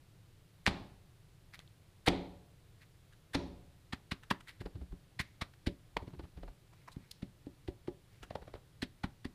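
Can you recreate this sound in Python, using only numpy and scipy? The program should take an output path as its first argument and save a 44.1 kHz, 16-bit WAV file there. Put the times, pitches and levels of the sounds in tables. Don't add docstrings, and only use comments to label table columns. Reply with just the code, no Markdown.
import sys
import numpy as np
from scipy import signal
from scipy.fft import rfft, irfft, next_fast_len
from scipy.io import wavfile
from scipy.ndimage import uniform_filter1d

SR = 44100
rng = np.random.default_rng(int(sys.argv[2]) if len(sys.argv) > 2 else 0)


def wav_record(signal):
    frames = np.transpose(np.atleast_2d(signal))
    bounded = np.clip(frames, -1, 1)
    quanta = np.round(bounded * 32767).astype(np.int16)
    wavfile.write(sys.argv[1], SR, quanta)


N = 411894

# (time [s], bench push [dB], knock [dB], knock pitch [Hz], clack [dB], slap [dB])
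BLOWS = [ (.679, -26.5, -32.5, 195, -33, -28.5), (2.081, -26.5, -27.5, 295, -26.5, -25.5),
         (3.353, -32, -31, 271, -35.5, -33), (3.935, -43.5, -35.5, 206, -43, -40.5),
         (4.122, -39, -35.5, 195, -42.5, -36.5), (4.313, -56, -27.5, 203, -30.5, -33),
         (5.202, -35, -37.5, 179, -44, -33.5), (5.422, -34.5, -38.5, 178, -40, -37.5),
         (5.674, -26.5, -27.5, 270, -42, -38.5), (6.969, -45, -38, 176, -66, -69),
         (7.231, -39, -36, 186, -57.5, -55.5), (7.47, -48, -40.5, 277, -62.5, -69),
         (7.686, -35, -35.5, 367, -52, -53), (7.883, -44.5, -32, 353, -49.5, -56),
         (8.83, -39.5, -32, 259, -51.5, -37), (9.044, -32, -32.5, 210, -40.5, -43),
         (9.255, -38, -35.5, 255, -56, -47.5)]
# (start [s], clack pitch [Hz], ring [share of free ring])
BLOW_GROUPS = [(0, 606, 1), (3.8, 1250, 0.41), (5.6, 520, 0.46), (8.7, 957, .42)]
# (time [s], clack [dB])
PAD_DABS = [(4.612, -49), (4.661, -39.5), (4.758, -58), (4.818, -58), (4.928, -64), (5.969, -27.5),
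            (6.027, -54), (6.08, -50), (6.139, -57), (6.197, -44.5), (6.241, -53.5), (6.377, -54),
            (6.434, -48), (6.484, -52), (8.233, -52), (8.309, -39), (8.356, -31.5), (8.424, -51.5),
            (8.48, -49), (8.541, -44), (8.555, -49)]
# (start [s], bench push [dB])
INKING_BOUTS = [(4.5, -40), (5.9, -44), (8.1, -50.5)]
# (level at a middling dab [dB], slope [dB per dB of clack])
PAT_LAW = (-64.5, 0.84)
# (level at a middling dab [dB], slope [dB per dB of clack])
CASE_LAW = (-47, 0.88)
# (time [s], level [dB], pitch [Hz], fade [s])
EDGE_TICKS = [(0.6654, -13.5, 2030, 0.00089), (.68, -35.5, 2150, 0.0036), (2.0841, -22, 2430, 0.0028),
              (1.592, -41, 3550, 0.00089), (1.675, -59, 3560, 0.0033), (4.313, -24.5, 1270, .0018),
              (5.969, -29.5, 2150, 0.0028)]
# (time [s], level [dB], pitch [Hz], length [s])
SHORT_CONTACTS = [(1.549, -50.5, 2030, .022), (1.605, -61.5, 1820, 0.027), (2.828, -61, 2020, 0.028),
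                  (3.134, -65.5, 1740, 0.023), (4.238, -56, 1550, 0.017), (4.41, -54, 1520, 0.0093),
                  (4.495, -49.5, 1910, 0.029), (4.613, -54, 1850, 0.019), (5.214, -41, 2150, 0.015),
                  (5.54, -59, 1750, .006), (6.736, -62, 1096, 0.012), (6.886, -47.5, 1040, 0.013),
                  (6.929, -60, 3920, .02), (7.116, -44, 4620, 0.0066), (8.237, -49.5, 1440, 0.015)]
# (time [s], level [dB])
SLEEVE_BRUSHES = [(6.8, -74.5), (7.05, -72.5), (8.15, -72)]
# (frequency [Hz], level [dB], free t60 [s])
BENCH_MODES = [(53.7, -13.5, 0.91), (72.13, -12, 0.71), (117.3, -12, 0.36), (182, -5.5, 0.67),
               (275, -3.5, 0.47), (353, -5, 0.46), (404, -6.5, .55), (574, -8.5, 0.73), (718, -18, 1),
               (829, -8.5, .4), (990, -12.5, 0.66)]
# (frequency [Hz], t60 before damping [s])
ROOM_DECAY = [(700, 0.62), (1300, 0.48), (4000, 0.5), (7000, 0.448), (14000, 0.03)]
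# (frequency [Hz], density [dB per Hz])
SLAP_SPECTRUM = [(200, -27), (650, -14.5), (1200, -12.5), (1900, -1), (2700, -5.5), (4300, -5.5),
                 (6300, -23), (9500, -24), (12500, -33), (16000, -51)]
# (frequency [Hz], density [dB per Hz])
RUMBLE_SPECTRUM = [(20, 3.5), (55, -10.5), (110, -2), (175, -9.5), (220, -22.5), (320, -18.5), (480, -23.5),
                   (900, -29), (2500, -32), (4000, -32.5), (6000, -38.5), (10500, -38.5), (15500, -44.5)]
# (frequency [multiple of pitch], density [dB per Hz])
CLACK_SHAPE = [(.2, -23), (.5, -9), (.8, 4), (1.1, -0.5), (1.5, -3), (2.5, -16.5), (8, -68)]
# (frequency [multiple of pitch], density [dB per Hz])
TICK_SHAPE = [(.15, 1), (.65, -15), (1, 11), (1.5, -5.5), (2.1, -8), (2.7, -20), (4, -23), (6, -31)]
# (frequency [multiple of pitch], density [dB per Hz])
SCUFF_SHAPE = [(.2, -22), (.65, -4.5), (1, 6), (1.4, -6.5), (2.1, -4.5), (3.2, -17), (5.5, -17), (9, -28.5)]

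LEAD_SAMPLES = SR // 8
T_S = (np.arange(SR) - LEAD_SAMPLES) / SR
TOP_HZ = 15500
SLAP_LEAD_S = 0.0028
MIDDLING_DAB_DB = -51.5
RISE_SHARE = 0.62


def amp(db):
    return 10 ** (np.asarray(db) / 20)


def along(points, hz):
    point_hz, values = np.transpose(points)
    return np.interp(np.log(hz + 1), np.log(point_hz), values)


def pitched(shape, hz):
    return [(multiple * hz, db) for multiple, db in shape]


def current(table, time_s):
    begun = [row for row in table if row[0] <= time_s]
    return [table[0], *begun][-1][1:]


def add(track, time_s, sound):
    start = round(time_s * SR) - LEAD_SAMPLES
    part = sound[:len(track) - start]
    track[start:start + len(part)] += part


def noise(spectrum, size):
    gain = amp(along(spectrum, np.fft.rfftfreq(size, 1 / SR)))
    x = irfft(rfft(rng.standard_normal(size)) * gain, size)
    return x / x.std()


def swell(rise_s, fade_s, lead_s=0, order=2):
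    t = T_S + lead_s
    rise = np.abs(np.minimum(t, 0) / rise_s) ** order
    fade = np.maximum(t, 0) / fade_s
    return np.exp(-rise - fade)


def burst(spectrum, envelope, grain_db):
    grain_gain = amp(grain_db * rng.standard_normal(SR // 32 + 1))
    grains = uniform_filter1d(grain_gain.repeat(32)[:SR], size=16)
    x = noise(spectrum, SR) * grains * envelope
    return x * np.linalg.norm(envelope) / np.linalg.norm(x)


def thump(hz, cycles, rise_cycles):
    swing = np.sqrt(2) * np.cos(2 * np.pi * hz * T_S)
    return swing * swell(rise_cycles / hz, cycles / hz)


def room(x, ring, build_s):
    hz, frame_s, z = signal.stft(rng.standard_normal(SR), SR, nperseg=256)
    age_s = np.maximum(frame_s + T_S[0], 0)
    decay = amp(-60 * age_s / (ring * along(ROOM_DECAY, hz)[:, None]))
    tail = signal.istft(z * decay, SR, nperseg=256)[1][:SR]
    tail = tail * (1 - np.exp(-np.maximum(T_S, 0) / build_s))
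    energy = np.cumsum(np.abs(rfft(x)) ** 2)
    k = np.arange(len(energy))
    half_width = k / 12 + 20
    band_energy = np.interp(k + half_width, k, energy) - np.interp(k - half_width, k, energy)
    colour = np.sqrt(np.abs(band_energy) / (2 * half_width))
    return irfft(rfft(tail) * colour, SR) * (T_S > 0) / np.linalg.norm(tail)


def bench(contact_hz, ring):
    hz, db, t60_s = np.transpose(BENCH_MODES)[:, :, None]
    t = np.maximum(T_S, 0)
    uneven_gain = amp(db + 2 * rng.standard_normal(hz.shape))
    strength = uneven_gain / np.sqrt(1 + (hz / contact_hz) ** 4)
    beat_hz = 11 * (.5 + rng.random(hz.shape))
    phase = 2 * np.pi * (hz * t + rng.random(hz.shape))
    beat_phase = 2 * np.pi * (beat_hz * t + rng.random(hz.shape))
    swing = np.sin(phase) + .5 * np.sin(phase - beat_phase)
    decay = amp(-60 * t / (t60_s * ring))
    return np.sum(strength * swing * decay, axis=0) * (1 - np.exp(-t / 0.0011))


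def room_floor():
    return amp(-59) * noise(RUMBLE_SPECTRUM, next_fast_len(N))[:N]


def sleeve():
    track = np.zeros(N)
    for time_s, db in SLEEVE_BRUSHES:
        envelope = swell(rise_s=0.056, fade_s=0.1)
        add(track, time_s, amp(db) * burst(pitched(SCUFF_SHAPE, 2200), envelope, grain_db=5))
    return track


def handling():
    track = np.zeros(N)
    for time_s, db, hz, fade_s in EDGE_TICKS:
        tick = amp(db) * burst(pitched(TICK_SHAPE, hz), swell(0.000085, fade_s), grain_db=7.5)
        add(track, time_s, tick + amp(-25) * room(tick, ring=.36, build_s=0.00392))
    for time_s, db, hz, length_s in SHORT_CONTACTS:
        envelope = swell(RISE_SHARE * length_s, (1 - RISE_SHARE) * length_s)
        contact = amp(db) * burst(pitched(SCUFF_SHAPE, hz), envelope, grain_db=4.5)
        add(track, time_s, contact + amp(-18) * room(contact, ring=0.87, build_s=.004))
    return track


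def inking():
    track = np.zeros(N)
    for time_s, clack_db in PAD_DABS:
        hardness_db = clack_db - MIDDLING_DAB_DB
        pat_db, case_db = (db + slope * hardness_db for db, slope in (PAT_LAW, CASE_LAW))
        push_db = current(INKING_BOUTS, time_s)[0] - 0.039 * hardness_db
        contact_s = 0.0075 * amp(-.35 * hardness_db)
        case_hz = 430 * amp(0.16 * hardness_db) * np.exp(0.22 * rng.standard_normal())
        push_hz = 70 * np.exp(0.38 * rng.standard_normal())

        pat = amp(pat_db) * burst(SLAP_SPECTRUM, swell(contact_s, 1.04 * contact_s), grain_db=3.5)
        clack_envelope = swell(0.74 * contact_s, contact_s)
        clack = amp(clack_db - 5.5) * burst(pitched(CLACK_SHAPE, 636), clack_envelope, grain_db=9.5)
        case = amp(case_db) * thump(case_hz, cycles=0.91, rise_cycles=0.35)
        push = amp(push_db) * thump(push_hz, cycles=0.58, rise_cycles=0.76)
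        drag = amp(-66.5) * burst(pitched(SCUFF_SHAPE, 800), swell(0.0067, 0.021), grain_db=11)
        direct = pat + clack + case + push + drag
        answer = amp(-16) * room(direct, ring=0.43, build_s=0.0017)
        wood = amp(push_db - 2.5) * bench(226, ring=0.28)
        add(track, time_s, direct + answer + wood)
    return track


def stamping():
    track = np.zeros(N)
    for time_s, push_db, knock_db, knock_hz, clack_db, slap_db in BLOWS:
        clack_hz, ring = current(BLOW_GROUPS, time_s)
        graze_envelope = swell(0.0033, 0.0097, lead_s=.016 * ring)
        graze = amp(slap_db - 11) * burst(pitched(SCUFF_SHAPE, 1740), graze_envelope, grain_db=1.5)
        slap_envelope = swell(0.0065, 0.0076, SLAP_LEAD_S, order=3)
        slap = amp(slap_db - 0.5) * burst(SLAP_SPECTRUM, slap_envelope, grain_db=3.5)
        clack_envelope = swell(0.0046, .0047, SLAP_LEAD_S / 2)
        clack = amp(clack_db + 3.5) * burst(pitched(CLACK_SHAPE, clack_hz), clack_envelope, grain_db=4)
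        knock_cycles = 2.54 * ring * (knock_hz / 250) ** 2
        knock = amp(knock_db + 2) * thump(knock_hz, knock_cycles, rise_cycles=0.39)
        push = amp(push_db - 3) * thump(75, cycles=0.43, rise_cycles=0.32)

        room_feed = amp(-14) * slap + amp(-10) * clack + amp(-11) * knock + amp(-9) * push
        answer = ring * room(room_feed, ring, build_s=0.0012)
        wood = amp(knock_db - 5) * np.sqrt(ring) * bench(1.55 * knock_hz, ring ** 1.74)
        add(track, time_s, graze + slap + clack + knock + push + answer + wood)
    return track


def scene():
    return (room_floor() + sleeve() + handling() + inking() + stamping())[None]


def record(dry):
    highpass = signal.butter(2, 30, "highpass", fs=SR, output="sos")
    x = signal.sosfilt(highpass, dry)
    size = next_fast_len(N + SR // 4)
    passed = np.fft.rfftfreq(size, 1 / SR) < TOP_HZ
    return irfft(rfft(x, size) * passed, size)[:, :N]


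dry = scene()
out = record(dry)
wav_record(out)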